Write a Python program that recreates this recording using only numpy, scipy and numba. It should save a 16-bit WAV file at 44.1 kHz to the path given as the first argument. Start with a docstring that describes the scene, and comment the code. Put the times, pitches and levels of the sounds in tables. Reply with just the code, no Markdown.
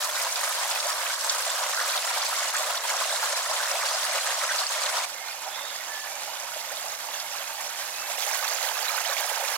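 """Bamboo spout over a courtyard pond

Thin streams fall from a bamboo pipe into a small pond, heard from three spots in turn: in front,
further off by the steps (where distant birds come through), and at the edge. Each splash traps
a cluster of air bubbles: big ones gurgle, small ones fizz, and the drops tick on the surface.
Gulps and splats poke out of the rush, the walls echo, and a faint outdoor rumble sits underneath."""
import sys
import numpy as np
from scipy import signal
from scipy.fft import rfft, irfft, next_fast_len
from scipy.io import wavfile
from scipy.ndimage import uniform_filter1d
from numba import njit

SR = 44100
rng = np.random.default_rng(int(sys.argv[2]) if len(sys.argv) > 2 else 0)


def int16_out(signal):
    """Quantize to a 16-bit WAV file."""
    q = np.round(np.clip(np.atleast_2d(signal).T, -1, 1) * 32767)
    wavfile.write(sys.argv[1], SR, q.astype(np.int16))


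N = 422037

# The water's EQ at each spot. Each row: frequency in Hz, relative level in dB, left minus right in dB.
FRONT_EQ = [(248, -32, 0), (421, -20, -0.7), (568, -2.5, -0.5), (770, -3, -0.5), (810, -6, 0),
            (970, -1.5, -1), (1550, -4, -2.5), (2520, -8.5, -3), (4400, -6.5, -2.4), (7700, -8, -1),
            (9500, -10.5, -0.5), (12300, -13, -0.8), (14200, -17.5, 0.4), (15600, -18, -1.0)]
STEPS_EQ = [(250, -20.5, -1.0), (400, -25.5, -7), (560, -4.5, -4), (720, -4.5, -6), (920, -3.5, -9),
            (1030, -7.5, -9.5), (1580, -8.5, -10), (2820, -12, -7.6), (4500, -10.5, -6), (6900, -10.5, -7),
            (9300, -16, 0), (12200, -13, -3), (14200, -19, -3.7), (15600, -22.5, -9)]
EDGE_EQ = [(248, -30, -0.0), (382, -25.5, -4), (517, -7.5, -4.7), (744, -4.5, -7.5), (905, -5, -11.5),
           (1020, -8.5, -10), (1600, -8, -10), (2620, -9.5, -12.6), (4400, -7.5, -9), (6800, -7.5, -12.5),
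           (9200, -10.5, -2.5), (12000, -7, -3.8), (14300, -12, -4), (15600, -15.5, -14)]
# Reverb of the walls. Each row: frequency in Hz, time to fall 60 dB in seconds.
YARD_DECAY = [(300, 0.58), (2000, 0.72), (6000, 0.32), (15000, 0.37)]
# The low outdoor bed. Each row: frequency in Hz, relative level in dB.
RUMBLE_EQ = [(20, -12), (50, -9.5), (100, -1), (133, 2.5), (175, -14), (260, -3), (400, 9), (800, -45)]
# The streams thin out for a moment. Each row: middle in seconds, half-length in seconds,
# gurgle dip in dB, spray dip in dB.
LULLS = [(0.127, 0.037, 3.5, 3), (0.35, 0.05, 4, 3.5), (0.973, 0.062, 1.5, 4.5), (1.166, 0.035, 7, 4.5),
         (2.009, 0.033, 5.5, 2), (2.52, 0.033, 3, 2), (2.803, 0.099, 2, 4.5), (3.42, 0.045, 4, 1),
         (4.215, .03, 5.5, -2.5), (4.376, 0.06, 5.5, 1), (4.69, 0.09, 5, 2), (5.36, 0.12, 2, 1),
         (6.021, 0.045, 6.5, 0), (6.976, 0.033, 3, 2), (7.564, .06, 4.5, 0.8), (9.032, 0.025, 6, 3.5)]
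# A stream drives a pocket of air under. Each row: middle in seconds, length in seconds,
# level in dB before EQ and panning, bubble pitch in Hz.
GULPS = [(0.261, .045, -34.5, 1000), (0.649, .09, -38, 920), (0.863, .03, -33, 610),
         (1.47, 0.0295, -35.5, 580), (1.614, .03, -36, 653), (1.795, .07, -31.5, 1420),
         (2.551, .03, -30, 1440), (2.605, .03, -33.5, 707), (2.902, .03, -33, 1740),
         (3.021, .04, -32, 1180), (3.14, .04, -34, 710), (3.509, .03, -33, 720), (3.607, .03, -32, 1260),
         (3.752, .05, -34, 700), (3.956, .04, -36, 618), (4.158, .05, -35, 560), (4.507, .045, -30.5, 1540),
         (4.848, .03, -38.5, 665), (5.472, .04, -37.5, 745), (6.29, .04, -39, 773), (6.572, .02, -38, 670),
         (6.726, 0.0201, -38, 620), (6.855, .04, -44, 720), (8.101, .05, -41, 660), (8.435, .02, -34, 910),
         (9.116, .04, -36, 1340), (9.213, .025, -33, 885), (9.413, .06, -35, 656)]
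# A heavy drop slaps the surface. Each row: start in seconds, peak in dB before EQ and panning,
# bubble pitch in Hz, mean bubble delay in seconds.
SPLATS = [(0.3241, -18, 6360, 0.0069), (0.356, -15.5, 4230, 0.006), (0.7562, -21, 2480, 0.0054),
          (0.8006, -19, 4970, 0.006), (1.0635, -19, 2510, 0.0064), (1.295, -10, 5300, 0.0063),
          (1.9744, -20, 3680, 0.006), (2.1813, -21, 4840, 0.006), (2.2179, -17, 4950, 0.0056),
          (2.7705, -19, 4100, 0.0057), (3.6304, -20, 3850, 0.006), (4.1784, -21, 2940, 0.006),
          (4.3439, -18, 6250, 0.006), (4.5859, -17, 4540, 0.006), (4.6662, -16, 4990, 0.006),
          (4.858, -21, 3710, 0.006), (6.769, -22.5, 3900, 0.0052), (7.199, -19, 4310, 0.006),
          (8.6254, -20, 4010, 0.0056), (9.0588, -21, 4880, 0.0053), (9.4764, -24, 3450, 0.006)]
# Distant birdsong. Each row: start in seconds, length in seconds, first pitch in Hz,
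# last pitch in Hz, level in dB before panning, rasp as pitch jitter in Hz.
BIRD_NOTES = [(5.13, .16, 2130, 2140, -48.5, 35), (5.22, .14, 2330, 2480, -50.5, 40),
              (5.49, .10, 3300, 3650, -44.5, 130), (5.56, .15, 3640, 3750, -44.5, 120),
              (5.55, .05, 2120, 2030, -46, 30), (5.69, .04, 3600, 3250, -43, 150),
              (5.80, .03, 2020, 1850, -44, 30), (5.88, .14, 1745, 1732, -43, 14),
              (6.07, .11, 2290, 2330, -47.5, 45), (6.24, .15, 2820, 3100, -51, 100),
              (7.91, .05, 2480, 2580, -46, 30), (7.95, .13, 2635, 2622, -45, 12)]

MOVE_TO_STEPS_S, MOVE_TO_EDGE_S = 5.053, 8.172  # cuts to the next listening spot


def gain_of(db):
    """Decibels to amplitude."""
    return 10 ** (np.asarray(db) / 20)


def evened(x):
    """Scales a stereo sound so that its centre has rms 1."""
    return x / np.sqrt(np.mean(x.mean(0) ** 2) + 1e-20)


def curves_at(table, hz):
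    """Each column of a table at the frequencies hz, on a log axis."""
    freqs, *columns = np.transpose(table)
    return np.array([np.interp(np.log(hz + 1), np.log(freqs + 1), c) for c in columns])


def filtered(x, response):
    """EQ: applies a gain given as a function of frequency."""
    size = next_fast_len(x.shape[-1] + 4096)
    return irfft(rfft(x, size) * response(np.fft.rfftfreq(size, 1 / SR)), size)[..., :x.shape[-1]]


def add(mix, start_s, sound):
    """Drops a stereo sound into the mix."""
    part = mix[:, max(round(start_s * SR), 0):][:, :sound.shape[1]]
    part += sound[:, :part.shape[1]]


def diffuse(pair, apart_hz=1500):
    """Sound from all around: long waves reach both sides alike, short ones unrelated."""
    side = filtered(pair[1], lambda f: (f + 150) / np.hypot(f + 150, apart_hz))
    return np.array([pair[0] + side, pair[0] - side])


@njit
def bubbles(length, start_s, hz, strength, life_s, right_lag_s, rise=0.021):
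    """Bubbles swell as they pinch off, then ring out, rising in pitch."""
    out = np.zeros((2, length))
    for b in range(len(start_s)):
        for side in range(2):
            born = start_s[b] + side * right_lag_s[b]
            for i in range(max(int(born * SR) + 1, 0), min(int((born + 6 * life_s[b]) * SR), length)):
                t = i / SR - born
                age = t / life_s[b]
                envelope = 2 * age / (age + .5) * np.exp(-age)
                out[side, i] += strength[b] * envelope * np.sin(2 * np.pi * hz[b] * t * (1 + rise * age))
    return out


def splashes(length, lag_ms, lo_hz, hi_hz, cycles, scatter_s, per_second, shed):
    """Random splashes, each shedding `shed` bubbles of kindred pitch from one direction."""
    total = per_second * length // SR
    when, register = rng.random((2, total, 1))
    weight, direction = rng.standard_normal((2, total, 1))
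    detune, own_weight, damping = rng.standard_normal((3, total, shed))
    start = when * length / SR + scatter_s * rng.exponential(1, (total, shed))
    hz = np.minimum(lo_hz * (hi_hz / lo_hz) ** register * np.exp(0.2006 * detune), SR / 2.4)
    life = cycles * (hz / 1000) ** 0.39 * np.exp(.3 * damping) / hz  # small bubbles ring for more cycles
    accent_db = 2.5 * np.minimum(weight, 1.5) + 3.18 * np.minimum(own_weight, 1.5)
    strength = gain_of(accent_db) * np.sqrt(hz / life)
    mean_ms, spread_ms = lag_ms
    lag = (mean_ms + spread_ms * direction) * np.ones(shed) / 1000
    sound = bubbles(length, start.ravel(), hz.ravel(), strength.ravel(), life.ravel(), lag.ravel())
    return sound / sound.std() * np.sqrt((hi_hz - lo_hz) / SR * 2)  # the same power per Hz in any range


def yard_echo(x):
    """The courtyard walls throw back sparse reflections, the treble dying first."""
    taps = rng.standard_normal((2, SR // 2)) * (rng.random((2, SR // 2)) < .06)
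    taps[:, :SR // 150] = 0  # pre-delay
    hz, t, spectrum = signal.stft(taps, SR, nperseg=256)
    decay = gain_of(-60 * t / curves_at(YARD_DECAY, hz).T)
    tail = signal.istft(spectrum * decay, SR, nperseg=256)[1]
    tail = diffuse(tail / np.linalg.norm(tail[0]))
    return signal.fftconvolve(x.mean(0)[None], tail, axes=1)[:, :x.shape[1]]


def falling_water(length, eq, lag_ms, plink_db, tick_db, wash_db, echo_db):
    """The streams hit the pond: layers of bubbles and surface ticks, with reverb and the spot's EQ."""
    def tone(f):
        db, balance = curves_at(eq, f)
        return gain_of([db + balance / 2, db - balance / 2]) * f ** 2 / (f ** 2 + 150 ** 2)

    gurgle = splashes(length, lag_ms, 453.4, 2208, cycles=3.42, scatter_s=.01, per_second=230, shed=3)
    fizz = splashes(length, lag_ms, 2202, 10160, cycles=2.2, scatter_s=.007, per_second=420, shed=7)
    plinks = splashes(length, lag_ms, 1512, 7520, cycles=6.17, scatter_s=.01, per_second=130, shed=1)
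    ticks = splashes(length, lag_ms, 4080, 17400, cycles=.17, scatter_s=.007, per_second=500, shed=11)
    water = gurgle + fizz + gain_of(plink_db) * plinks + gain_of(tick_db) * ticks
    wash = diffuse(rng.standard_normal((2, length)))  # countless fine droplets
    return filtered(water + gain_of(echo_db) * yard_echo(water) + gain_of(wash_db) * wash, tone)


def wobble(t, slow_hz=3, fast_hz=32.12):
    """The streams waver: a random control signal of rms 1, equally strong in every octave."""
    rates = np.geomspace(slow_hz, fast_hz, 40)
    phase, detune = rng.random((2, len(rates), 1))
    coarse = t[::64]
    waves = np.sin(2 * np.pi * (rates[:, None] * (1 + detune / 10) * coarse + phase))
    return np.interp(t, coarse, waves.sum(0) / np.sqrt(len(rates) / 2))


def flow(t, level_db, db_per_s, surge_db, spray_follows=0.54):
    """Fader rides for the flow: slow drift, surges and lulls. 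dB settings are (gurgle, spray) pairs."""
    gurgle_surge = wobble(t)
    spray_surge = spray_follows * gurgle_surge + np.sqrt(1 - spray_follows ** 2) * wobble(t)
    db = np.array(level_db)[:, None] + np.outer(db_per_s, t - t.mean())
    db += np.array(surge_db)[:, None] * np.array([gurgle_surge, spray_surge])
    for middle, half_length, *dip_db in LULLS:
        near = abs(t - middle) < half_length
        db[:, near] -= np.outer(dip_db, np.cos(np.pi / 2 * (t[near] - middle) / half_length) ** 2)
    return gain_of(db)


def outdoor_rumble(length):
    """A bed of low noise from all around."""
    noise = diffuse(rng.standard_normal((2, length)))
    return evened(filtered(noise, lambda f: gain_of(curves_at(RUMBLE_EQ, f))))


def pond(start_s, end_s, eq, level_db, db_per_s, surge_db, sizzle_db_per_s, rumble_db, **water_mix):
    """The pond from one spot: low gurgle and high spray ride the flow, over the rumble."""
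    crossover_hz, sizzle_hz = 2200, 10000.
    blend = SR // 200  # neighbouring spots crossfade over a few milliseconds
    first, last = max(round(start_s * SR) - blend, 0), min(round(end_s * SR) + blend, N)
    length = last - first
    t = np.arange(first, last) / SR
    water = falling_water(length, eq, **water_mix)
    gurgle = filtered(water, lambda f: 1 / (1 + (f / crossover_hz) ** 6))
    sizzle = filtered(water, lambda f: f ** 8 / (f ** 8 + sizzle_hz ** 8))
    sizzle_gain = gain_of(sizzle_db_per_s * (t - t.mean()))
    spray = water - gurgle + (sizzle_gain - 1) * sizzle
    gurgle_gain, spray_gain = flow(t, level_db, db_per_s, surge_db)
    sound = gurgle_gain * evened(gurgle) + spray_gain * evened(spray)
    sound += gain_of(rumble_db) * outdoor_rumble(length)
    fade = np.sqrt(signal.windows.tukey(length, 4 * blend / length))
    return np.pad(sound * fade, ((0, 0), (first, N - last)))


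def cluster(start_s, hz, strength, cycles, right_lag_s=7e-5):
    """A quarter-second one-shot: a handful of bubbles from one place."""
    return bubbles(SR // 4, start_s, hz, strength, cycles / hz, np.full(len(hz), right_lag_s))


def gulps(count=7, pitch_spread=0.24, cycles=3.614):
    """Each pocket of air breaks into a few large bubbles, the middle ones loudest."""
    out = np.zeros((2, N))
    for middle, length, db, hz in GULPS:
        place = (np.arange(count) + rng.random(count)) / count
        pitch = hz * np.exp(pitch_spread * rng.uniform(-1.02, 1, count))
        sound = cluster(place * length, pitch, np.sqrt(np.sin(np.pi * place)), cycles)
        rms = np.sqrt(np.sum(sound[0] ** 2) / (length * SR))
        add(out, middle - length / 2 - cycles / hz, gain_of(db) * sound / rms)
    return out


def splats(count=14, pitch_spread=0.153, cycles=5.1):
    """Each slap of a heavy drop throws a burst of tiny bubbles, the later ones weaker."""
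    out = np.zeros((2, N))
    for start, db, hz, scatter_s in SPLATS:
        late = rng.exponential(1, count)
        pitch = hz * np.exp(pitch_spread * rng.standard_normal(count))
        sound = cluster(late * scatter_s, pitch, np.exp(-late / 2), cycles)
        add(out, start, gain_of(db) * sound / abs(sound).max())
    return out


def heavy_splashes(low_cut_hz=440., echo_db=-13):
    """Gulps and splats stand out of the rush and echo off the walls."""
    sound = filtered(gulps() + splats(), lambda f: f ** 8 / (f ** 8 + low_cut_hz ** 8))
    # the pond lies to the right of the later spots
    lean_db = np.where(np.arange(N) < MOVE_TO_STEPS_S * SR, 1, 4.5)
    return (sound + gain_of(echo_db) * yard_echo(sound)) * gain_of([-lean_db, lean_db / 2])


def birds(echo_db=-6):
    """Short gliding whistles, some rasping, blurred by the walls and panned right."""
    song = np.zeros(N)
    for start, length, first_hz, last_hz, db, rasp_hz in BIRD_NOTES:
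        n = int(length * SR)
        flutter = uniform_filter1d(rng.standard_normal(n), SR // 400)
        hz = np.linspace(first_hz, last_hz, n) + rasp_hz * flutter / flutter.std()
        whistle = np.sqrt(2) * np.sin(2 * np.pi * np.cumsum(hz) / SR)
        song[int(start * SR):][:n] += gain_of(db) * signal.windows.tukey(n, .5) * whistle
    return (song + gain_of(echo_db) * yard_echo(song[None])) * gain_of([[-3], [2]])


def scene():
    """The three spots back to back, with the heavy splashes and the birds on top."""
    front = pond(0, MOVE_TO_STEPS_S, FRONT_EQ, lag_ms=(.06, .08),
                 level_db=(-33.3, -32.4), db_per_s=(.35, .15), surge_db=(1.0, .9), sizzle_db_per_s=-.8,
                 plink_db=-3, tick_db=1, wash_db=-6, echo_db=-12.5, rumble_db=-75.5)
    steps = pond(MOVE_TO_STEPS_S, MOVE_TO_EDGE_S, STEPS_EQ, lag_ms=(.08, .011),
                 level_db=(-40.4, -39.6), db_per_s=(.3, .8), surge_db=(.7, .7), sizzle_db_per_s=1,
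                 plink_db=-4, tick_db=-2, wash_db=-4, echo_db=-9.5, rumble_db=-67.5)
    edge = pond(MOVE_TO_EDGE_S, N / SR, EDGE_EQ, lag_ms=(.075, .013),
                level_db=(-34.2, -33.7), db_per_s=(.8, -.3), surge_db=(.6, .4), sizzle_db_per_s=0,
                plink_db=-2.5, tick_db=-1.5, wash_db=-7, echo_db=-12, rumble_db=-74)
    return front + steps + edge + heavy_splashes() + birds()


def record(dry):
    """A steep high cut on the master takes off the very top."""
    high_cut = signal.firwin(511, 15880, window=("kaiser", 9), fs=SR)
    return signal.oaconvolve(dry, high_cut[None], "same")


dry = scene()
out = record(dry)
int16_out(out)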